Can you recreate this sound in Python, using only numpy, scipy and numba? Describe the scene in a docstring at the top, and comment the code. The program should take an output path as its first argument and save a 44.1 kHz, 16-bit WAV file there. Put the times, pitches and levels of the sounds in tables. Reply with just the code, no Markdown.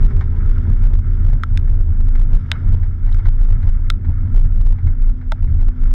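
"""Four-wheel drive on wet dirt

A small four-wheel drive crawls over a track, heard from a cased camera fixed to its side.
The mount sways, the body booms and rattles on bumps, the tyres rumble, crunch and hiss.
Behind them the engine drones and clatters and a fan hums. Drops or grit snap on the case.
The recorder's gain control ticks as it steps down on the heaviest rumble."""
import sys
import numpy as np
from scipy import signal
from scipy.fft import rfft, irfft, next_fast_len
from scipy.io import wavfile
from scipy.ndimage import uniform_filter1d
from numba import njit

SR = 44100
rng = np.random.default_rng(int(sys.argv[2]) if len(sys.argv) > 2 else 0)


def wav_out(sig):
    """Save sig, one row per channel (or a flat mono array), as 16-bit PCM at SR to the path in sys.argv[1]."""
    wavfile.write(sys.argv[1], SR, np.round(np.clip(np.atleast_2d(sig).T, -1, 1) * 32767).astype(np.int16))


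N = 261943
T = np.arange(N) / SR

# Table levels are relative; each source adds its own gain.
# fan tone (time [s], level [dB])
FAN_LEVEL = [(0, -43.5), (2.0, -43.5), (3.0, -46), (3.85, -46.5), (4.2, -41), (4.65, -43.5), (5.94, -40)]
# engine effort, drives clatter, crunch and hiss (time [s], level [dB])
ENGINE_EFFORT = [(0, -48), (0.28, -53.5), (0.5, -49.5), (0.75, -49.5), (1.0, -53), (1.23, -53),
                 (1.5, -55.5), (2.0, -56), (2.3, -54.5), (2.52, -49.5), (2.96, -58), (3.21, -55),
                 (3.68, -52), (3.95, -60), (4.2, -55.5), (5.3, -59.5), (5.94, -54)]
# engine run (time [s], firing rate [Hz], drone level [dB])
ENGINE_RUN = [(0, 47.0, -38), (0.56, 45.68, -40.5), (0.66, 43.4, -37), (0.94, 43.14, -45.5),
              (1.27, 45.7, -46.5), (1.5, 46.82, -55), (1.88, 43.8, -47), (2.28, 42.47, -50.5),
              (4.0, 41.55, -49.5), (5.5, 41.78, -52.5), (5.94, 41.92, -47)]
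# drone partials (multiple of firing rate [-], level [dB])
ENGINE_ORDERS = [(2, -3), (3, -0.5), (4, 2), (4.5, -1.5), (5, -3.5), (5.5, -6), (6.5, -9.5), (7, -9),
                 (8, -6), (9, -7)]
# noise spectra of dirt, wet hiss, rattles, engine clatter, tyres (frequency [Hz], density [dB])
CRUNCH_SPECTRUM = [(250, -20.5), (420, 3), (520, 0.5), (660, 0), (770, -4), (910, 2.5), (1050, -2.5),
                   (1500, -29), (2500, -18.5), (6000, -44), (14000, -70)]
HISS_SPECTRUM = [(1500, -12.5), (2600, -5.5), (3100, -1), (3600, 0.5), (4100, -11.5), (4600, -11),
                 (5100, -2.5), (6000, -13), (8000, -18), (10000, -21.5), (12500, -25), (16000, -35.5)]
RATTLE_SPECTRUM = [(300, -31), (700, -2), (920, 2), (1100, -4), (1400, 1), (1900, -1), (2180, -0.5),
                   (2600, -21.5), (3600, -17.5), (4300, -23.5), (7000, -35), (14000, -68.5)]
CLATTER_SPECTRUM = [(600, -26.5), (1100, -9.5), (1330, 1.5), (1500, -2.5), (1750, -6), (1950, -11.5),
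                    (2140, -7), (2450, -21.5), (3000, -30.5), (8000, -50.5), (14000, -75)]
TYRE_SPECTRUM = [(20, -10.5), (45, -5.5), (62, -5.5), (85, -8), (110, 3.5), (128, 5), (160, -14.5),
                 (180, -12), (215, -5.5), (245, -14), (275, -21), (305, -17), (345, -24.5), (450, -30.5)]
# brief rattles; at 4.87 s a short crackle on the loudest rumble (time [s], level [dB])
RATTLE_BURSTS = [(0.109, -38.5), (0.209, -27), (1.326, -40), (1.675, -41.5), (2.152, -35), (2.829, -36),
                 (3.072, -39), (3.087, -41.5), (3.196, -37.5), (3.253, -30), (3.627, -35.5), (4.046, -40.5),
                 (4.785, -41.5), (4.87, -35.5), (5.212, -44.5), (5.474, -45), (5.592, -42.5)]
# camera case modes (frequency [Hz], level [dB], T60 [s])
CASE_MODES = [(643, -1.5, 0.036), (892, -2, .028), (1361, 1, 0.016), (1520, 7.5, 0.011), (1837, -9, 0.013),
              (2201, -4.5, 0.01), (2350.4, 0, 0.0074), (3020, -39.5, 0.12), (3262, -9.5, 0.014),
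              (3585, -1.5, 0.012), (3780, -1, 0.0074), (3870, -33, 0.07), (5210, -1.5, 0.0069),
              (6450, -1.5, 0.0039), (7840, -4.5, 0.0037), (9600, -8, 0.0035), (13000, -15.5, 0.0044)]
# edges of the five snap bands (frequency [Hz])
BAND_EDGES_HZ = [450, 1150, 1950, 2800, 4400, 15000]
# hits on the case (time [s], level [dB], favoured pitch [Hz], five band offsets, low to high [dB])
SNAP_HITS = [(1.435, -9.5, 1420, -34, -6.5, -46, -23.5, -32),
             (1.574, -17.5, 1530, -41, -15, -12.5, -14, -19.5),
             (2.516, -3, 3233, -28.5, -16, -16, -12.5, -25), (3.127, -39.5, 933, -18.5, -11, -18, -4, -18),
             (3.145, -31.5, 1460, -30.5, -4.5, -14, -22, -18.5),
             (3.901, -5.5, 1330, -34, -13, -19, -14, -22.5),
             (5.32, -10, 926, -11.5, -12, -23.5, -20.5, -29)]
# second contact of a snap (gain [-], min delay [s], max delay [s])
SNAP_REBOUND = (.5, .0008, .002)
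# tyre rumble between bumps (time [s], level [dB])
ROLLING_LEVEL = [(0, -31), (1.3, -31), (1.8, -36), (2.5, -30.5), (3.15, -35.5), (4.25, -31), (4.85, -31),
                 (5.0, -37.5), (5.94, -37.5)]
# bumps under the wheels (crest time [s], duration [s], body boom [dB], tyre thud [dB])
TRACK_BUMPS = [(0.01, 0.17, -23.5, -23), (0.168, 0.19, -14, -33), (0.299, 0.11, -17, -37.5),
               (0.451, 0.086, -18, -36), (0.59, 0.056, -11.5, -27), (0.689, .11, -14, -27),
               (0.83, 0.085, -17.5, -29.5), (0.9, 0.082, -26.5, -22.5), (0.971, 0.12, -16, -36.5),
               (1.07, 0.061, -16.5, -32), (1.262, 0.14, -15.5, -26), (1.352, 0.071, -27, -20.5),
               (1.582, 0.19, -15.5, -26.5), (1.74, .12, -16.5, -30.5), (1.891, .11, -13.5, -32),
               (2.041, 0.15, -20, -26.5), (2.33, 0.093, -25, -24), (2.742, 0.28, -14.5, -26),
               (2.92, .2, -23.5, -41.5), (3.159, 0.32, -19.5, -44), (3.269, 0.13, -17, -32),
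               (3.549, 0.14, -15, -35), (3.662, 0.085, -13.5, -25.5), (4.09, 0.07, -13.5, -20),
               (4.26, .18, -18, -27), (4.47, .11, -18.5, -30.5), (4.73, 0.11, -21.5, -31.5),
               (4.871, 0.093, -11, -23.5), (5.5, .24, -14, -45.5), (5.64, 0.11, -21.5, -49)]
# lurches that sway the mount (start [s], duration [s], level [dB])
MOUNT_LURCHES = [(0.0, 0.074, -3), (0.129, 0.058, -4.5), (0.223, 0.23, -13), (0.445, 0.07, -7.5),
                 (0.523, 0.094, -12), (0.685, 0.082, -9.5), (0.782, 0.21, -6.5), (1.021, 0.19, -12),
                 (1.219, 0.18, -7), (1.48, 0.18, -11), (1.658, .16, -7.5), (1.84, 0.21, -11),
                 (2.06, 0.2, -7), (2.221, 0.17, -9.5), (2.63, 0.12, -4.5), (2.794, 0.17, -11.5),
                 (2.991, 0.2, -11), (3.238, 0.31, -8.5), (3.48, 0.15, -13.5), (3.653, 0.13, -7.5),
                 (3.775, 0.2, -12.5), (4.061, 0.18, -14), (4.31, 0.16, -5), (4.472, .26, -4.5),
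                 (4.82, 0.11, -9.5), (4.946, .21, -10.5), (5.242, 0.092, -13.5), (5.39, 0.075, -10),
                 (5.515, .18, -7.5), (5.769, 0.18, -7.5)]
# mount sway (time [s], rate [Hz])
MOUNT_RATE = [(0, 27.24), (1.2, 30.48), (1.8, 27.23), (2.4, 26.51), (4.4, 27.24), (5.94, 26.89)]


def amp(db):
    """dB to gain."""
    return 10 ** (np.asarray(db) / 20)


def unit_rms(x):
    """Scale to rms 1."""
    return x / np.sqrt(np.mean(x ** 2))


def curves(table):
    """Each value column of a timed table, per sample."""
    times_s, *columns = np.transpose(table)
    return [np.interp(T, times_s, column) for column in columns]


def colour(x, spectrum):
    """Filter by a spectrum table; rms 1."""
    hz, db = np.transpose(spectrum)
    size = next_fast_len(N)
    bins_hz = np.maximum(np.arange(size // 2 + 1) * SR / size, 1)
    response = amp(np.interp(np.log(bins_hz), np.log(hz), db))
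    return unit_rms(irfft(rfft(x, size) * response, size)[:N])


def drift(rate_hz):
    """Random steps, smoothed twice; rms 1."""
    hold = int(SR / rate_hz)
    steps = np.repeat(rng.standard_normal(N // hold + 1), hold)[:N]
    return unit_rms(uniform_filter1d(uniform_filter1d(steps, hold), hold))


def resonant_noise(hz, width_hz):
    """Noise band-passed twice; rms 1."""
    b, a = signal.iirpeak(hz, hz / width_hz, fs=SR)
    return unit_rms(signal.lfilter(b, a, signal.lfilter(b, a, rng.standard_normal(N))))


def flatten(x, span_s):
    """Remove slow swells from a noise."""
    span = int(span_s * SR)
    power = uniform_filter1d(uniform_filter1d(x ** 2, span), span)
    return x / np.sqrt(power + 1e-6)


def fan(hz=248.2, wander_rad=.25, waver_db=2):
    """The cooling fan hums at its own steady speed."""
    tone = np.sqrt(2) * np.sin(2 * np.pi * hz * T + wander_rad * drift(4.6))
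    return tone * amp(curves(FAN_LEVEL)[0] + waver_db * drift(6.7))


def wet_dirt(thud_gain, grains_per_s=3000, grain_spread_db=3, patchy_db=2):
    """Dirt crunches in grains as the tyres pull and hit bumps; a thin wet hiss lies above."""
    pull = amp(curves(ENGINE_EFFORT)[0])
    grains = rng.standard_normal(N) * (rng.random(N) < grains_per_s / SR)
    grains *= amp(grain_spread_db * np.minimum(rng.exponential(size=N), 5))
    load = np.hypot(pull * amp(-3), thud_gain * amp(-28))
    crunch = colour(grains, CRUNCH_SPECTRUM) * load * amp(patchy_db * drift(30))
    hiss = colour(rng.standard_normal(N), HISS_SPECTRUM) * pull * amp(-16 + patchy_db * drift(45))
    return crunch + hiss


def rattles(gain_db=-3, rise_s=.00037, t60_s=.092):
    """Brief rattles, each a short burst of noise that rises fast and dies away; at 4.87 s a short crackle sits
    on the loudest rumble."""
    envelope = 0
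    for start_s, db in RATTLE_BURSTS:
        age_s = np.clip(T - start_s, 0, 1)
        rise = 1 - np.exp(-age_s / rise_s)
        envelope += amp(db) * rise * np.exp(-np.log(1000) * age_s / t60_s)
    return colour(rng.standard_normal(N), RATTLE_SPECTRUM) * envelope * amp(gain_db)


def engine(drone_gain_db=-1, clatter_gain_db=2, waver_db=3.5, rough_rad=.45, decay_cycles=.25):
    """Firings make a wavering drone and one burst of clatter each."""
    firing_hz, drone_db = curves(ENGINE_RUN)
    cycles = np.cumsum(firing_hz) / SR
    drone = 0
    for order, db in ENGINE_ORDERS:
        level = amp(db + waver_db * drift(8.3))
        phase = 2 * np.pi * order * cycles + rough_rad * drift(16) + rng.uniform(0, 2 * np.pi)
        drone += level * np.sin(phase)
    bursts = (1 + np.exp(-(cycles % 1) / decay_cycles)) * amp(2.2 * drift(45))
    clatter = colour(bursts * rng.standard_normal(N), CLATTER_SPECTRUM)
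    clatter *= amp(curves(ENGINE_EFFORT)[0] + clatter_gain_db)
    return drone * amp(drone_db + drone_gain_db) + clatter


def snaps(gain_db=-6, detune=.004, attack_s=.00056, focus_db=10, focus_log_width=.07):
    """Drops or grit strike, rebound and ring the case; the spot hit favours one pitch."""
    out, age_s = np.zeros(N + SR), T[:SR // 5]
    mode_hz, mode_db, t60_s = np.transpose(CASE_MODES)
    decay = np.exp(-np.log(1000) * np.outer(1 / t60_s, age_s))
    rebound_gain, *delay_range_s = SNAP_REBOUND
    for start_s, hit_db, favoured_hz, *bands_db in SNAP_HITS:
        pitch_hz = mode_hz * (1 + detune * rng.standard_normal(len(mode_hz)))
        focus = np.exp(-(np.log(mode_hz / favoured_hz) / focus_log_width) ** 2)
        mode_gain = amp(mode_db + focus_db * focus)
        rings = mode_gain[:, None] * np.sin(2 * np.pi * np.outer(pitch_hz, age_s)) * decay
        rings *= 1 - np.exp(-age_s / attack_s)
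        # the rebound combs the ring: each snap is hollow in its own way
        lag = int(rng.uniform(*delay_range_s) * SR)
        rings[:, lag:] += rebound_gain * rings[:, :-lag]
        start = int(start_s * SR)
        for low_hz, high_hz, band_db in zip(BAND_EDGES_HZ, BAND_EDGES_HZ[1:], bands_db):
            # a steep high-pass keeps each band of the snap crisp, with no low spill
            highpass = signal.butter(6, low_hz, "high", fs=SR, output="sos")
            in_band = (mode_hz >= low_hz) & (mode_hz < high_hz)
            ring = signal.sosfilt(highpass, rings[in_band].sum(axis=0))
            onset_rms = np.sqrt(np.mean(ring[:SR // 100] ** 2))
            out[start:start + len(age_s)] += ring / onset_rms * amp(hit_db + band_db + gain_db)
    return out[:N]


def bump_gains(rest_boom_db=9):
    """Boom and thud gains swell over each bump; rolling keeps the boom alive."""
    boom_power, thud_power = amp(curves(ROLLING_LEVEL)[0] + rest_boom_db) ** 2, 0
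    for crest_s, length_s, boom_db, thud_db in TRACK_BUMPS:
        swell = np.maximum(1 - (2 * (T - crest_s) / length_s) ** 2, 0) ** 2
        boom_power += swell * amp(boom_db) ** 2
        thud_power += swell * amp(thud_db) ** 2
    return np.sqrt(boom_power), np.sqrt(thud_power)


def tyre_rumble(top_hz):
    """Soft tyres pass no treble."""
    rumble = flatten(colour(rng.standard_normal(N), TYRE_SPECTRUM), span_s=.046)
    return signal.sosfilt(signal.butter(4, top_hz, fs=SR, output="sos"), rumble)


def tyres(thud_gain, rolling_gain_db=1.42, thud_trim_db=-.5):
    """Tyres rumble as they roll and thud on bumps."""
    rolling = tyre_rumble(top_hz=520) * amp(curves(ROLLING_LEVEL)[0] + rolling_gain_db)
    thuds = tyre_rumble(top_hz=300) * thud_gain * amp(thud_trim_db)
    return rolling + thuds


def body_boom(boom_gain):
    """The track shakes the body's low resonance."""
    return flatten(resonant_noise(hz=84.75, width_hz=14), span_s=.045) * boom_gain


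def lurch_gain(attack_s=.027, release_s=.014, rest_db=-27):
    """Each lurch builds the sway, holds it and lets it die."""
    power = amp(rest_db) ** 2
    for start_s, length_s, db in MOUNT_LURCHES:
        rise = 1 - np.exp(-np.maximum(T - start_s, 0) / attack_s)
        fall = np.exp(-np.clip(T - start_s - length_s, 0, 1) / release_s)
        power += (amp(db) * rise * fall) ** 2
    return np.sqrt(power)


def mount_sway(wander_rad=.3, flutter_db=2.72, jolt_db=-10.5):
    """The mount sways at its own low rate; jolts from the track make the cycles uneven."""
    phase = 2 * np.pi * np.cumsum(curves(MOUNT_RATE)[0]) / SR + wander_rad * drift(25)
    sway = np.sqrt(2) * np.sin(phase) * amp(flutter_db * drift(30))
    jolts = flatten(resonant_noise(hz=38, width_hz=22), span_s=.1)
    return (sway + amp(jolt_db) * jolts) * lurch_gain()


def scene():
    """All sources sum at one microphone."""
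    boom_gain, thud_gain = bump_gains()
    rumble = mount_sway() + body_boom(boom_gain) + tyres(thud_gain)
    return (rumble + engine() + fan() + wet_dirt(thud_gain) + rattles() + snaps())[None]


@njit
def gain_control(x, ceiling, step_gain, hold_samples, release_per_sample):
    """Gain drops a step at a time while over the ceiling, then creeps back."""
    gains, gain, wait = np.empty(len(x)), 1., 0.
    for i in range(len(x)):
        wait -= 1
        if abs(x[i]) * gain > ceiling and wait <= 0:
            gain, wait = gain * step_gain, hold_samples[i]
        gain += (1 - gain) * release_per_sample
        gains[i] = gain
    return gains


def record(dry, ceiling=.57, step_db=-.45, hold_s=.0014, release_s=.045, tick_hz=4500, top_hz=15800):
    """Unevenly timed gain steps cut ticks into the rumble; the top treble is removed."""
    hold_samples = hold_s * SR * rng.gamma(2, .5, N)
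    gain = gain_control(dry[0], ceiling, float(amp(step_db)), hold_samples, 1 / (release_s * SR))
    gain = signal.lfilter(*signal.butter(1, tick_hz, fs=SR), gain)  # softens the ticks
    lowpass = signal.ellip(8, .2, 70, top_hz, fs=SR, output="sos")
    return signal.sosfilt(lowpass, dry * gain)


dry = scene()
out = record(dry)
wav_out(out)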